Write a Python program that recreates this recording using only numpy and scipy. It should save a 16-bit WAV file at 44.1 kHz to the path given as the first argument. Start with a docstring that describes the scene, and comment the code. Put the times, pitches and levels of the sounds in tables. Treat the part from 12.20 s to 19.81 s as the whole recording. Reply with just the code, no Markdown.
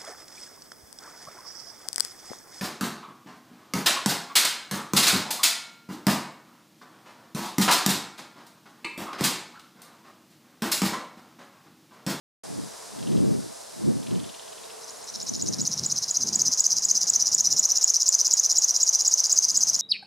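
"""In a thicket, a river warbler warms up and swells into its sewing-machine trill, 16 syllables a second. Each
syllable is a rattle of fast down-sweeps from the syrinx, ending in a whistle; four kinds take turns, and the
wood echoes them. The air hisses over a faint hum, gusts rumble on the microphone, and another bird chatters
before the song. The stereo image closes to near mono as the trill begins."""
import sys
import numpy as np
from scipy import signal
from scipy.fft import rfft, irfft, next_fast_len
from scipy.io import wavfile
from scipy.ndimage import map_coordinates

SR = 44100
rng = np.random.default_rng(int(sys.argv[2]) if len(sys.argv) > 2 else 0)


def dump(signal):
    """Clip the signal to [-1, 1] and save it as 16-bit WAV at the path in sys.argv[1]."""
    limited = np.clip(np.atleast_2d(signal).T, -1, 1)
    pcm = np.round(limited * 32767).astype(np.int16)
    wavfile.write(sys.argv[1], SR, pcm)


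N = 335601


def amp(db):
    """Decibels to gain."""
    return 10 ** (np.asarray(db) / 20)


def unit_rms(x):
    """Scale to rms 1."""
    return x / np.sqrt(np.mean(x ** 2) + 1e-20)


def at_freq(rows, hz):
    """Rows of freq_hz, value, read on a log axis."""
    freq_hz, value = np.transpose(rows)
    return np.interp(np.log(hz + 1), np.log(freq_hz + 1), value)


def curve(rows):
    """Rows of time_s, value, read at every sample."""
    return np.interp(np.arange(N) / SR, *np.transpose(rows))


def wobble(rate_hz):
    """Smooth random curve, rate_hz knots a second."""
    knots = rng.standard_normal(int(N * rate_hz / SR) + 4)
    return map_coordinates(knots, [np.arange(N) * rate_hz / SR])


def filtered(x, response):
    """Zero-phase filter with gain response(hz)."""
    size = next_fast_len(N + 8192)
    return irfft(rfft(x, size) * response(np.fft.rfftfreq(size, 1 / SR)), size)[..., :N]


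def noise(spectrum):
    """Coloured noise, rms 1."""
    return unit_rms(filtered(rng.standard_normal(N), lambda hz: amp(at_freq(spectrum, hz))))


def band(centre_hz, width_hz):
    """Bell-shaped noise band, rms 1."""
    white = rng.standard_normal(N)
    return unit_rms(filtered(white, lambda hz: np.exp(-((hz - centre_hz) / width_hz) ** 2)))


def add(track, start_s, sound):
    """Mix a sound into the track."""
    span = track[round(start_s * SR):][:len(sound)]
    span += sound[:len(span)]


# Spectra of mid murmur, mid hiss and side air: freq_hz, level_db
MURMUR_SPECTRUM = [(20, -23), (100, -13.5), (250, -10), (450, -3.5), (620, 1), (850, -0.5), (1000, .5),
                   (1200, -3.5), (1700, -6.5), (2400, -11), (4000, -13), (12000, -39)]
HISS_SPECTRUM = [(1500, -25), (3000, -11), (4150, 0), (4450, -2), (4850, 2.5), (7000, 0), (9500, -1),
                 (11500, -7.5), (14000, -19.5), (16000, -28)]
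AIR_SIDE_SPECTRUM = [(20, -24), (60, -22), (130, -21), (300, -7), (550, 2), (900, -2), (1300, -8.5),
                     (2400, -16.5), (5000, -12.5), (9500, -10.5), (12000, -18), (16000, -38)]
# Envelopes of murmur, hiss and the hum near 440 Hz: time_s, level_db
MURMUR_LEVEL = [(0.3, -51), (0.89, -50), (1.05, -50.5), (1.21, -52), (7.6, -52.5)]
HISS_LEVEL = [(.25, -45.5), (1.2, -45.5), (2.3, -47), (3.5, -46), (7.6, -43.5)]
HUM_LEVEL = [(.25, -59.5), (1.4, -64), (2.1, -63), (2.6, -55), (3.1, -66), (7.6, -77)]
# Steady side-channel hum: centre_hz, width_hz, level_db
SIDE_HUM = [(440, 38, -59), (662, 34, -49)]


def background(murmur_db, hiss_db, side_db):
    """Murmur of the landscape, fine hiss and a faint recorder hum; returns mid, side."""
    murmur = amp(murmur_db + curve(MURMUR_LEVEL) + 0.75 * wobble(7.2)) * noise(MURMUR_SPECTRUM)
    hiss = amp(hiss_db + curve(HISS_LEVEL)) * noise(HISS_SPECTRUM)
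    hum = amp(curve(HUM_LEVEL)) * band(centre_hz=441, width_hz=38)
    side_hum = sum(amp(db) * band(hz, width_hz) for hz, width_hz, db in SIDE_HUM)
    return murmur + hiss + hum, amp(side_db) * noise(AIR_SIDE_SPECTRUM) + side_hum


# Gusts: peak_s, level_db, rise_s, fall_s, bass_db
GUSTS = [(.38, -50.5, 0.1, .1, 5), (1.05, -36, .18, 0.15, 2), (1.71, -42.5, .11, .1, 6.5),
         (1.97, -45, 0.11, 0.093, 5.5), (3.47, -45, 0.34, 0.34, 8), (3.63, -42, .05, 0.044, 7),
         (4.16, -43, .18, 0.15, -1.5), (4.9, -54.5, 0.72, 0.47, 0.5), (5.25, -54, 0.18, 0.23, 0),
         (5.348, -40.5, 0.018, .02, -3), (7.5, -55, 0.27, .3, 1.5)]


def gusts(calm_db):
    """Bell-shaped gusts over a breeze, 10 dB down at rise_s and fall_s; returns strength, bass_db."""
    t = np.arange(N) / SR
    power, weighted_bass = amp(calm_db) ** 2, 0
    for peak_s, level_db, rise_s, fall_s, bass_db in GUSTS:
        from_peak = (t - peak_s) / np.where(t < peak_s, rise_s, fall_s)
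        gust_power = amp(level_db - 10 * np.minimum(from_peak ** 2, 20)) ** 2
        power += gust_power
        weighted_bass += bass_db * gust_power
    return np.sqrt(power), weighted_bass / power


# Buffeting spectra, common and opposed: freq_hz, level_db
RUMBLE_MID = [(20, -36), (52, -33), (85, -10), (130, -2), (210, -0.5), (300, -6.5), (430, -13),
              (600, -18.5), (1000, -36), (2000, -55), (4000, -90)]
RUMBLE_SIDE = [(20, -40), (50, -27), (97, -7.5), (213, 1.5), (450, -9), (600, -18), (800, -28), (1570, -48),
               (4000, -67)]


def wind(mid_db, side_db, flutter_db):
    """Gusts push the microphone ports mostly in opposition, more in common in the bass: mid, side."""
    swell, bass_db = gusts(calm_db=-79)
    strength = swell * amp(flutter_db * wobble(28))
    flow = noise(RUMBLE_MID)
    bass = filtered(flow, lambda hz: at_freq([(130, 1), (240, 0.21)], hz))
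    tilt = amp(bass_db / 2)  # deep gusts trade upper rumble for bass
    common = bass * tilt + (flow - bass) / tilt
    return strength * amp(mid_db) * common, strength * amp(side_db) * noise(RUMBLE_SIDE)


# Scolding runs: start_s, note_count, first_gap_s, gap_growth_s, level_db
CHATTER_RUNS = [(.7896, 5, 0.038, 0.0043, -37.5), (1.827, 9, .039, .002, -37.5),
                (2.277, 5, .047, .0056, -38.5)]


def chatter(gain_db, first_note_db, rise_s, tick_gap_s, scatter_db):
    """Another bird's noisy double ticks, in runs that start softly and slow down."""
    envelope = np.zeros(N)
    t = np.arange(SR // 20) / SR
    tick = t / rise_s * np.exp(1 - t / rise_s)
    for start_s, note_count, first_gap_s, gap_growth_s, level_db in CHATTER_RUNS:
        for k in range(round(note_count)):
            note_s = start_s + k * first_gap_s + gap_growth_s * k * (k - 1) / 2
            note_db = gain_db + level_db + first_note_db * (k == 0)
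            for onset_s in (note_s, note_s + tick_gap_s):
                add(envelope, onset_s, amp(note_db + scatter_db * rng.standard_normal()) * tick)
    return envelope * band(centre_hz=3370, width_hz=980)


# Echo decay: freq_hz, t60_s
THICKET_DECAY = [(2500, 0.69), (6000, 0.46), (14000, 0.21)]


def thicket(x, blocks=16):
    """Diffuse echo of the wood; swaying leaves renew the tail each block, and the echo carries little of the
    highest overtones."""
    freq_hz, t, spectra = signal.stft(rng.standard_normal((blocks, SR // 2)), SR, nperseg=256)
    decay = amp(-60 * t / at_freq(THICKET_DECAY, freq_hz)[:, None])
    _, tails = signal.istft(spectra * decay, SR, nperseg=256)
    echo = np.zeros(N)
    for block, tail in zip(np.array_split(np.arange(N), blocks), tails):
        add(echo, block[0] / SR, signal.fftconvolve(x[block], tail / np.linalg.norm(tail)))
    return filtered(echo, lambda hz: amp(at_freq([(8000, 0), (12000, -7)], hz)))


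# Halting first syllables: last_sweep_s, kind, rattle_db, whistle_db
WARMUP = [(2.6372, 2, -34, -34), (2.6969, 3, -31, -29.5), (2.7617, 3, -37, -39), (2.8321, 0, -34, -36),
          (2.893, 2, -26, -31), (2.9589, 3, -21, -35), (3.0191, 0, -23, -26), (3.0863, 1, -19.5, -18),
          (3.1546, 3, -19, -24), (3.2139, 0, -21, -16.5), (3.28, 1, -19, -18), (3.3437, 3, -16.5, -35)]
# Trill phrase, one row per kind: offset_s, rattle_db, whistle_db, whistle_db_per_effort_db
PHRASE = [(0, -10, -6.5, 1.3), (.0631, -9.5, -7.5, 0.84), (.1267, -9, -10.4, 1.16), (.1885, -9, -14, 3.5)]
# Swell of the trill: time_s, effort_db
EFFORT = [(3.4, -6.8), (3.8, -5), (4.09, -3.8), (4.28, -0.9), (4.75, -0.85), (5.5, .5), (6.3, 0.5),
          (7.6, 0.07)]


def syllables(trill_start_s=3.4062, phrase_s=0.24743):
    """Warm-up, then one phrase repeating evenly and swelling with effort; columns as in WARMUP."""
    rows = list(WARMUP)
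    for start_s in np.arange(trill_start_s, N / SR + phrase_s, phrase_s):
        for kind, (offset_s, rattle_db, whistle_db, growth) in enumerate(PHRASE):
            last_sweep_s = start_s + offset_s
            effort_db = np.interp(last_sweep_s, *np.transpose(EFFORT))
            rows.append((last_sweep_s, kind, rattle_db + effort_db, whistle_db + growth * effort_db))
    return rows


def glide(time_ms, pitch_hz, gain, octave_db, third_db):
    """Tone with two overtones along a contour; returns start_s, wave."""
    time_s = time_ms / 1000
    t = np.arange(time_s[0], time_s[-1], 1 / SR)
    hz = np.interp(t, time_s, pitch_hz)
    phase = 2 * np.pi * (np.cumsum(hz) / SR + rng.random())
    octave = amp(np.interp(t, time_s, np.full(len(time_s), octave_db))) * np.sin(2 * phase)
    third = amp(third_db) * np.sin(3 * phase) * (3 * hz < SR / 2)
    return time_s[0], np.interp(t, time_s, gain) * (np.sin(phase) + octave + third)


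# Base contour of one sweep: time_ms, pitch_hz, gain
SWEEP = [(-1.0, 6980, 0.05), (-0.63, 7050, 0.35), (-0.52, 6670, 0.72), (-0.067, 5965, 1.01),
         (0.3, 5530, 0.72), (0.7, 4950, 0.37), (1.04, 4360, 0.26), (1.69, 5900, 0.06)]
# Sweeps of a rattle, last to first: offset_ms, level_db, depth_ratio, length_ratio
RATTLE = [(0.5, -1, 0.98, 1.0), (-4, -1.8, 1.18, .97), (-8.5, -2, 1.14, .95), (-12.5, -4.5, 1, .95),
          (-16.5, -1.5, 1.1, 0.922), (-20.5, -6, 0.68, 1.15), (-23, -15.5, 1.4, 0.975)]
# Rattle size per kind: sweep_count
SWEEP_COUNT = [6, 6, 7, 7]
# Rasp per kind: strength_ratio
RASP = [0.58, 1.205, 1.06, 0.75]


def rattles(scatter_db, jitter_s, pitch_scatter, rasp_db, pivot_hz=6130):
    """The syrinx opens about 260 times a second, each time sliding steeply down in pitch."""
    track = np.zeros(N)
    time_ms, base_hz, gain = np.transpose(SWEEP)
    for last_sweep_s, kind, rattle_db, _ in syllables():
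        kind = round(kind)
        # Early syllables fall further, lean on their low end and start more softly.
        slack = np.interp(last_sweep_s, [2.9, 4.4], [1, 0])
        for k, (offset_ms, sweep_db, depth, length) in enumerate(RATTLE[:SWEEP_COUNT[kind]]):
            louder, later, sharper, longer, harsher = rng.standard_normal(5)
            drawl = 1.7 if (kind, k) == (3, 0) else 1  # long last sweep before the faint whistle
            sweep_ms = time_ms * length * drawl * np.exp(0.1 * longer)
            pitch_hz = (pivot_hz + depth * (base_hz - pivot_hz)) * (1 + pitch_scatter * sharper)
            pitch_hz -= 0.16 * slack * (pitch_hz[0] - pitch_hz)
            envelope = gain * (pitch_hz.mean() / pitch_hz) ** (2.25 * slack)
            # The bottom of the last, hardest sweeps breaks into an octave-rich rasp.
            low_end = np.interp(pitch_hz, [4750, 5300], [1, 0])
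            rasp = RASP[kind] * low_end * np.exp(-k / 3.6) * (1 + 0.25 * harsher)
            octave_db = -24.5 + rasp_db * rasp
            lead_s, wave = glide(sweep_ms, pitch_hz, envelope, octave_db, third_db=-27)
            onset_s = last_sweep_s + offset_ms / 1000 + lead_s + jitter_s * later
            level_db = rattle_db + sweep_db * (1 + 0.75 * slack) + scatter_db * louder
            add(track, onset_s, amp(level_db) * wave)
    return track


# Whistle contours, kinds 0-3: after_last_sweep_ms, pitch_hz, gain
WHISTLE_HIGH = [(4.8, 9800, 0), (5.4, 8070, 0.16), (6.6, 7700, 0.41), (7.8, 7090, 0.34), (9, 6830, 0.52),
                (10, 6790, 0.84), (11.1, 6990, 0.96), (12.8, 5900, 0)]
WHISTLE_MIDDLE = [(3.9, 7520, 0.035), (5, 6920, 0.46), (5.9, 6530, 0.83), (7.2, 6280, 0.66),
                  (9, 6090, 0.89), (11, 5800, 0.078), (12.8, 5600, 0)]
WHISTLE_LOW = [(4.0, 6960, 0.088), (5, 6700, 0.025), (5.6, 6220, 0.81), (7.2, 5960, 1), (9, 5960, 0.58),
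               (11, 5940, 0.066), (13.5, 5450, 0.28)]
WHISTLE_FAINT = [(7.5, 7300, 0), (9.6, 6890, 0.89), (11, 6840, 0.37), (12.8, 6200, 0)]


def whistles(gain_db, scatter_db, pitch_scatter):
    """A falling note closes each syllable; softer notes are purer."""
    track = np.zeros(N)
    contours = [WHISTLE_HIGH, WHISTLE_MIDDLE, WHISTLE_LOW, WHISTLE_FAINT]
    for last_sweep_s, kind, _, whistle_db in syllables():
        time_ms, base_hz, gain = np.transpose(contours[round(kind)])
        pitch_hz = base_hz * (1 + pitch_scatter * rng.standard_normal())
        lead_s, wave = glide(time_ms, pitch_hz, gain, octave_db=-24.5 + 0.24 * whistle_db, third_db=-50)
        level_db = gain_db + whistle_db + scatter_db * rng.standard_normal()
        add(track, last_sweep_s + lead_s, amp(level_db) * wave)
    return track


# Tone colour of the song at the microphone: freq_hz, gain_db
SONG_COLOUR = [(2500, -13), (3500, -12.5), (4150, 0.5), (4480, -14), (4850, 1), (6000, -1), (6950, 0),
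               (7300, -6.5), (7550, -1.5), (8500, 0.5), (9400, 1.5), (10800, -6), (12200, 1.5),
               (13100, -5.5), (14700, 1.5), (16000, -4)]


def song_colour(x):
    """Peaks and notches colour the song as the microphone picks it up."""
    return filtered(x, lambda hz: amp(at_freq(SONG_COLOUR, hz)))


def twigs(x, reflection_db, spread_s, count=10):
    """Direct sound plus weak copies off near branches, shifting as the bird turns its head."""
    reflections = np.zeros(N)
    for delay_s in np.linspace(0.0006, spread_s, count) * rng.uniform(0.85, 1.15, count):
        delayed = np.pad(x, (round(delay_s * SR), 0))[:N]
        reflections += delayed * wobble(3.016) * np.exp(-delay_s / spread_s)
    return x + amp(reflection_db) * reflections


def scene():
    """Birds straight ahead; air, wind and echo around them. Returns left, right."""
    rattle = rattles(scatter_db=1.53, jitter_s=0.00012, pitch_scatter=0.013, rasp_db=16)
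    whistle = whistles(gain_db=1, scatter_db=0.4, pitch_scatter=0.0088)
    song = twigs(song_colour(rattle + whistle), reflection_db=-13.5, spread_s=0.005)
    other_bird = chatter(gain_db=-5.5, first_note_db=-4, rise_s=0.0012, tick_gap_s=0.0053, scatter_db=0.6)
    birds = song + amp(-11.5) * thicket(song) + other_bird + amp(-6.5) * thicket(other_bird)
    wind_mid, wind_side = wind(mid_db=0.5, side_db=18, flutter_db=2.5)
    air_mid, air_side = background(murmur_db=2, hiss_db=-0.5, side_db=-50.5)
    mid = birds + wind_mid + air_mid
    side = wind_side + air_side + amp(-17) * thicket(song + other_bird)
    return np.array([mid + side, mid - side])


# Stereo width: time_s, side_gain_db
STEREO_WIDTH = [(3.29, 0), (3.32, -8.5), (3.45, -9), (3.49, -46), (7.6, -45)]


def record(dry):
    """The microphone opens, later narrows to near mono, and passes nothing above its band limit."""
    open_s, limit_hz = 0.236, 15850
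    mid = (dry[0] + dry[1]) / 2
    side = (dry[0] - dry[1]) / 2 * amp(curve(STEREO_WIDTH))
    gate = curve([(open_s - 0.002, 0), (open_s + 0.002, 1)])
    return filtered(gate * np.array([mid + side, mid - side]), lambda hz: hz < limit_hz)


dry = scene()
out = record(dry)
dump(out)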